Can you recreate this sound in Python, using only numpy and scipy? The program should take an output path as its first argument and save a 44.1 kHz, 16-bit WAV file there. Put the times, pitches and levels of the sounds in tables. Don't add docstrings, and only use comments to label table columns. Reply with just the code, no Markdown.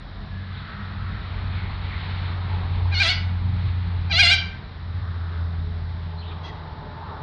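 import sys
import numpy as np
from scipy import signal
from scipy.fft import rfft, irfft
from scipy.io import wavfile
from scipy.ndimage import uniform_filter1d

SR = 44100
rng = np.random.default_rng(int(sys.argv[2]) if len(sys.argv) > 2 else 0)


def generate_wav(signal):
    frames = np.transpose(np.atleast_2d(signal))
    scaled = np.clip(frames, -1, 1) * 32767
    pcm = np.round(scaled).astype(np.int16)
    wavfile.write(sys.argv[1], SR, pcm)


N = 318534


def cockatoo(attack_s=.018, attack_db=15.5, crescendo_s=.12, release_s=.038, release_db=17.5):
    # shut_beak_db_per_oct, beak_opening_s, gape_shift_ratio, second_harmonic_db
    screeches = [(2.91, 3.15, -21.5, 9.9, 0.57, 0.6, 1.3, -14.5, 0.033, 0.032, 1),
                 (4.097, 4.377, -17, 7, 0.36, 0.3, 0.89, -7, 0.027, 0.0024, -2.5)]
    undertone_after_s, undertone_rise_s = .105, .015
    top_after_s, top_rise_s = .06, .027
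    t = np.arange(N) / SR
    hz, height, push, flipping, accent_db, accent_tilt = warble()
    sounding, db, rough, doubling, beak_tilt, muffled, gape, second_db = np.zeros((8, N))
    for (start, end, level_db, crescendo_db, early_rough, late_rough,
         tilt, shut_tilt, opening_s, gape_shift, harmonic_db) in screeches:
        age = t - start
        near = np.abs(t - np.clip(t, start, end)) < .1
        late = near * ramp((age - undertone_after_s) / undertone_rise_s)
        sounding += (t > start) & (t < end)
        gape += near * gape_shift
        second_db += near * harmonic_db
        onset_db = attack_db * ramp(1 - age / attack_s) + crescendo_db * ramp(1 - age / crescendo_s)
        db += near * (level_db - onset_db - release_db * ramp(1 - (end - t) / release_s))
        rough += near * early_rough + (late_rough - early_rough) * late
        doubling += .3 * late_rough * late * (1 - height)
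        beak_tilt += near * (tilt + shut_tilt * ramp(1 - age / opening_s))
        muffled += near * ramp(1 - (age - top_after_s) / top_rise_s)
    brightness = 1 - .5 * height + beak_tilt + accent_tilt
    trembling_hz = hz * (1 + .003 * wobble(70))
    rough += .17 * flipping
    voice = syrinx(trembling_hz, db + accent_db, rough, brightness, push, doubling, gape, second_db)
    # freq_hz, gain_db
    top_band = [(7200, 0), (12000, 0)]
    voice -= muffled * colour(voice, top_band)
    return voice * ring(hz) * uniform_filter1d(sounding, size=200)


def warble(crest_half_s=.012, bowl_share=.8, rise_power=1.35, fall_power=1.9):
    # crest_s, crest_hz, dip_s, dip_hz
    swoops = [(2.929, 812, 2.974, 712), (3.014, 803, 3.056, 652), (3.108, 740, 3.145, 730),
              (4.111, 800, 4.140, 655), (4.205, 813, 4.262, 684), (4.325, 793, 4.37, 776)]
    # accent_db, tilt_db_per_oct
    accents = [(-2, -3.5), (5, -2.5), (1, 0), (-2, -1.5), (4, 2), (1, 1.5)]
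    t = np.arange(N) / SR
    crest_s, crest_hz, dip_s, dip_hz = np.transpose(swoops)
    crest = np.minimum(np.searchsorted(dip_s, t), len(swoops) - 1)
    dip = np.maximum(np.searchsorted(crest_s, t) - 1, 0)
    away_s = np.abs(t - crest_s[crest])
    flip = 1 / (1 + (away_s / crest_half_s) ** 6)
    power = np.where(t < crest_s[crest], rise_power, fall_power)
    bowl = bowl_share * ramp(1 - away_s / np.abs(dip_s[dip] - crest_s[crest])) ** power
    height = flip + (1 - flip) * bowl
    hz = dip_hz[dip] + (crest_hz[crest] - dip_hz[dip]) * height
    push = flip * (crest % 3 == 1)
    flipping = np.sin(np.pi * flip)
    accent_db, accent_tilt = np.array(accents)[crest].T * flip
    return hz, height, push, flipping, accent_db, accent_tilt


def syrinx(hz, db, rough, tilt_db_per_oct, push, doubling, gape, second_db, harmonics=14):
    pitch_hz = hz * (1 + .013 * rough * wobble(200))
    phase = 2 * np.pi * np.cumsum(pitch_hz) / SR
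    beat = phase + .11 * rough * wobble(350)
    grid_hz = np.arange(N // 2 + 1) * SR / N
    relaxed, pushed = throat(grid_hz), throat(grid_hz, push=.93)
    tone, power = 0, 0
    for k in range(1, harmonics + 1):
        tilt_db = tilt_db_per_oct * np.log2(np.minimum(k * hz, 4500) / 2500)
        edge_db = 1.2 * (db + 15) * np.clip((k * hz - 6000) / 1500, 0, 1.5)
        flicker_db = 2.8 * wobble(30)
        lookup_hz = k * hz / (1 + gape * ramp((k * hz - 3000) / 1000))
        passed = (1 - push) * np.interp(lookup_hz, grid_hz, relaxed)
        passed += push * np.interp(lookup_hz, grid_hz, pushed)
        weight = passed * undb(tilt_db + edge_db + flicker_db + (k == 2) * second_db)
        dispersion = 2 * np.pi * k * k / harmonics
        tone += weight * np.cos(k * beat + dispersion)
        power += weight ** 2 / 2
    chopped = rng.standard_normal(N) * (1 + np.cos(phase))
    air_gain = relaxed * undb(2.5 * np.log2(np.clip(grid_hz, 500, 5500) / 2500))
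    air = unit(irfft(rfft(chopped) * air_gain, N))
    flutter = 1 + .3 * rough * wobble(300) + 2 * doubling * np.cos(phase / 2)
    rasp = .38 * rough
    return undb(db) * (tone / np.sqrt(power) * flutter + rasp * air) / np.sqrt(1 + rasp ** 2)


def throat(hz, push=0, hollow_hz=2547, hollow_width_hz=32, hollow_db=-19.5):
    # centre_hz, width_hz, level_db, push_shift_hz, push_change_db
    resonances = [(655, 215, -8.5, 2, -3), (1400, 410, -10, -2, 3.5), (1570, 120, -3, 3, 1),
                  (2060, 400, -5.5, 2, -2), (2344, 284, 3.5, -3.5, 0), (2854, 150, 2, -1, -3),
                  (3440, 550, -2, -120, -4), (4115, 325, 2, 148, -4), (4724, 300, -8, 29, -3),
                  (5520, 630, -19.5, 4, 0), (6460, 1500, -23.5, 2, -14.5), (8400, 490, -23.5, 393, -15)]
    power = 0
    for centre_hz, width_hz, db, shift_hz, change_db in resonances:
        detuning = 2 * (hz - centre_hz - push * shift_hz) / (1.73 * width_hz)
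        power += undb(db + push * change_db) ** 2 / (1 + detuning ** 2) ** 3
    return np.sqrt(power) * undb(hollow_db * np.exp(-((hz - hollow_hz) / hollow_width_hz) ** 2))


def ring(hz, harmonics=7, share=.62):
    pitches_hz = np.linspace(600, 900, 301)
    power = sum(throat(k * pitches_hz) ** 2 for k in range(1, harmonics + 1))
    return np.interp(hz, pitches_hz, unit(np.sqrt(power))) ** share


def trees(x, wet_db, low_t60_s=.53, high_t60_s=.33, build_s=.025):
    # delay_s, level_db
    echoes = [(.0045, -12), (.016, -17.5), (0.066, -20), (.125, -25.5), (0.15, -31.5)]
    # freq_hz, gain_db
    scatter = [(500, -21), (800, -1), (1550, -0.5), (2000, 0.5), (2400, -2), (3200, 3), (4100, -4.5),
               (4900, 4), (6000, -2.5), (8000, -14)]
    t = np.arange(SR) / SR
    low = butterworth(rng.standard_normal(SR), 4, 1900) * undb(-60 * t / low_t60_s)
    high = butterworth(rng.standard_normal(SR), 4, [1900, 6500], "band") * undb(-60 * t / high_t60_s)
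    tail = (low + high) * (1 - np.exp(-t / build_s))
    trunks = np.zeros(SR)
    for delay_s, db in echoes:
        trunks[int(delay_s * SR)] += undb(db)
    response = undb(wet_db) * tail / np.sqrt(np.sum(tail ** 2)) + butterworth(trunks, 2, 2500)
    return x + colour(signal.fftconvolve(x, response)[:N], scatter)


def far_calls_and_echo(cutoff_hz=3800):
    # start_s, length_s, start_hz, end_hz, level_db, roughness, harmonics
    glides = [(0.247, 0.25, 1690, 1717, -52, 0.3, 1), (0.515, 0.12, 3820, 3610, -50, 0.7, 1),
              (0.62, 0.32, 1832, 1918, -51.5, 0.16, 1), (0.569, .4, 1308, 1290, -52.5, 0.3, 1),
              (0.5, 0.4, 1550, 1504, -49, 0.9, 1), (0.872, 0.48, 1394, 1330, -53.5, .6, 1),
              (1.0, 0.3, 1860, 1925, -52, 0.54, 1), (1.5, .22, 1480, 1400, -54, .9, 1),
              (1.54, .16, 2193, 1973, -47, 1.1, 1), (1.89, 0.094, 2125, 2170, -41, 0.85, 1),
              (2.25, .13, 1250, 1180, -47, 0.9, 1), (2.46, 0.12, 930, 873, -48, 0.9, 1),
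              (4.515, 0.046, 1600, 1560, -48.5, 0.3, 1), (5.025, 0.27, 1380, 1237, -58, 0.87, 1),
              (6.172, 0.055, 4160, 4040, -46, 0.35, 1), (6.198, 0.084, 3450, 2930, -49.5, .8, 1),
              (6.233, 0.12, 3800, 3414, -48.5, 0.82, 1), (6.304, .035, 1300, 1273, -46, 0.83, 2),
              (6.426, 0.082, 670, 652, -44.5, 0.7, 8.6), (6.436, 0.032, 3276, 3310, -42.5, 0.17, 1),
              (6.463, 0.057, 1987, 1954, -48, 0.26, 1), (6.93, 0.268, 900, 874, -45, 0.64, 1),
              (6.99, 0.222, 1220, 1196, -48, .9, 1)]
    out = np.zeros(N)
    jitter, quaver = .1 * wobble(250), .012 * wobble(18)
    for start_s, length_s, start_hz, end_hz, db, rough, harmonics in glides:
        span = slice(int(start_s * SR), int(start_s * SR) + int(length_s * SR))
        size = len(out[span])
        hz = np.linspace(start_hz, end_hz, size)
        phase = 2 * np.pi * np.cumsum(hz * (1 + rough * jitter[span] + quaver[span])) / SR
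        tone = sum(throat(k * hz) ** .5 * np.sin(k * phase) for k in range(1, round(harmonics) + 1))
        out[span] += unit(tone * np.hanning(size) ** .5) * undb(db)
    return butterworth(out, 1, cutoff_hz)


def engine(waver_db=.7):
    # time_s, firing_hz
    speed = [(0, 91.45), (1, 92.05), (2, 90.56), (3, 89), (3.8, 89.3), (4.3, 86.26), (5.1, 84.94),
             (6.2, 84.7), (7.2, 84.1)]
    # time_s, level_db
    levels = [(0, -56), (.35, -32), (1.95, -30), (2.85, -21), (4.25, -25.5), (4.95, -28.5), (5.45, -25.5),
              (6.2, -31), (6.75, -43), (7.22, -40)]
    # centre_s, half_length_s, depth_db
    fades = [(0.716, 0.11, 14.5), (1.285, 0.088, 6), (2.683, 0.073, 3.5), (3.097, 0.11, 6.5),
             (4.644, 0.19, 16)]
    # firing_multiple, level_db
    orders = [(.5, -24), (1, 0), (2, -23.5)]
    fade_db = sum(depth_db * bell(centre_s, half_s) for centre_s, half_s, depth_db in fades)
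    phase = 2 * np.pi * np.cumsum(curve(speed) * (1 + .0041 * wobble(7.1))) / SR
    drone = sum(undb(db + 3.1 * (k != 1) * wobble(1.7)) * np.sin(k * phase) for k, db in orders)
    return unit(drone) * undb(curve(levels) - fade_db + waver_db * wobble(10))


def hums(waver_db=3.5):
    # start_s, end_s, pitch_hz, level_db
    tones = [(0, 1.6, 197, -44.5), (3.302, 3.9, 113.3, -34), (3.5, 4.53, 174.8, -43),
             (4.852, 5.29, 100, -36.5), (5.2, 8.3, 158.7, -45.5), (4.9, 8.9, 421.7, -56.5),
             (4.999, 8.5, 600, -59.5), (5.802, 12.8, 874, -47.5)]
    t = np.arange(N) / SR
    out = 0
    for start_s, end_s, hz, db in tones:
        swell = np.sqrt(np.abs(np.sin(np.pi * ramp((t - start_s) / (end_s - start_s)))))
        drift = .01854 * np.sqrt(200 / hz) * wobble(20)
        phase = 2 * np.pi * np.cumsum(hz * (1 + drift)) / SR
        out += np.sqrt(2) * np.sin(phase) * swell * undb(db + waver_db * wobble(8.7))
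    return out


def wind(buffet_db=-43, rumble_db=-42):
    # peak_s, half_length_s, buffet_db, rumble_db
    gusts = [(.2, 0.15, -39, -50), (1.12, 0.41, -41, -40.5), (1.67, 0.44, -32.5, -38),
             (2.55, 0.62, -35, -38.5), (3.65, 0.75, -36, -36), (5.5, 0.27, -38, -40.5),
             (6.95, 0.19, -56, -42.5)]
    # freq_hz, gain_db
    buffet_spectrum = [(15, -14), (25, -17), (33, -17), (42, -2), (50, -2.5), (65, -2.5), (85, -10),
                       (120, -33), (250, -63)]
    rumble_spectrum = [(60, -24), (95, 1.5), (115, -1.5), (140, 0), (175, -6), (210, -9.5), (260, -17.5),
                       (400, -29.5), (800, -69)]
    buffet_gusts, rumble_gusts = swelling(gusts)
    buffet = noise(buffet_spectrum) * np.hypot(undb(buffet_db), buffet_gusts)
    rumble = noise(rumble_spectrum) * np.hypot(undb(rumble_db), rumble_gusts)
    return (buffet + rumble) * undb(wobble(3.033))


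def surroundings(air_db=-47, hiss_floor_db=-55, flutter_db=1.1):
    # peak_s, half_length_s, roar_db, swish_db, hiss_db
    swells = [(.68, 0.25, -67, -51, -48), (1.12, 0.43, -53, -47, -53), (1.58, 0.37, -47.5, -48.5, -45.5),
              (2.12, 0.28, -48, -45, -42.5), (2.65, 0.42, -43, -49.5, -45), (3.75, 0.6, -48, -52, -48),
              (5.22, 0.22, -57, -46.5, -61), (6.6, 0.36, -43.5, -57, -68.5), (7.17, 0.22, -43, -48, -73.5)]
    # freq_hz, gain_db
    air_spectrum = [(150, -5.5), (280, 2.5), (360, -0.5), (420, 4), (510, -2.5), (650, 1.5), (1000, 1.5),
                    (1900, -1.5), (2400, -19), (2900, -16.5), (3800, -4.5), (4300, -11), (4900, -15),
                    (5500, -21), (6000, -43)]
    roar_spectrum = [(250, -12.5), (430, -9.5), (520, -13.5), (700, -9), (880, -4), (1100, -7.5),
                     (1600, -29), (3000, -50.5)]
    swish_spectrum = [(600, -24.5), (1000, -3.5), (1300, 3.5), (1800, -3), (2300, -22.5), (3500, -31.5)]
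    hiss_spectrum = [(1200, -9.5), (2100, 0), (2800, -5.5), (3800, -3.5), (4300, -6), (5000, -21),
                     (5600, -33.5), (6000, -54)]
    roar, swish, hiss = swelling(swells)
    hiss = np.hypot(hiss, undb(hiss_floor_db))
    out = noise(air_spectrum) * undb(air_db + .8 * wobble(2.2))
    for spectrum, gain in ((roar_spectrum, roar), (swish_spectrum, swish), (hiss_spectrum, hiss)):
        out += noise(spectrum) * gain * undb(flutter_db * wobble(7))
    return out


def undb(db):
    return 10 ** (np.asarray(db) / 20)


def unit(x):
    return x / np.sqrt(np.mean(x ** 2) + 1e-18)


def ramp(x):
    return np.clip(x, 0, 1)


def curve(table):
    return np.interp(np.arange(N) / SR, *np.transpose(table))


def bell(peak_s, half_s):
    return np.exp(-((np.arange(N) / SR - peak_s) / half_s) ** 2)


def swelling(table):
    return np.sqrt(sum(np.outer(undb(db) ** 2, bell(peak_s, half_s)) for peak_s, half_s, *db in table))


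def wobble(hz):
    knots = rng.standard_normal(int(2 * hz * N / SR) + 4)
    smooth = signal.resample_poly(knots, 16, 1)
    return unit(np.interp(np.arange(N) * 32 * hz / SR, np.arange(len(smooth)), smooth))


def butterworth(x, order, hz, kind="low"):
    return signal.sosfilt(signal.butter(order, hz, kind, fs=SR, output="sos"), x)


def colour(x, spectrum, skirt_db_per_oct=60):
    hz, db = np.transpose(spectrum)
    points = np.log2(hz)
    octave = np.log2(np.maximum(np.arange(N // 2 + 1) * SR / N, 1))
    outside = np.abs(octave - np.clip(octave, points[0], points[-1]))
    return irfft(rfft(x) * undb(np.interp(octave, points, db) - skirt_db_per_oct * outside), N)


def noise(spectrum):
    return unit(colour(rng.standard_normal(N), spectrum))


def scene():
    birds = trees(cockatoo(), wet_db=-10.5) + trees(far_calls_and_echo(), wet_db=-11)
    return (birds + engine() + hums() + wind() + surroundings())[None]


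def record(dry):
    ceiling, cutoff_hz = .85, 10200
    rounded = dry / (1 + (dry / ceiling) ** 6) ** (1 / 6)
    return signal.sosfilt(signal.ellip(8, .2, 70, cutoff_hz, fs=SR, output="sos"), rounded)


dry = scene()
out = record(dry)
generate_wav(out)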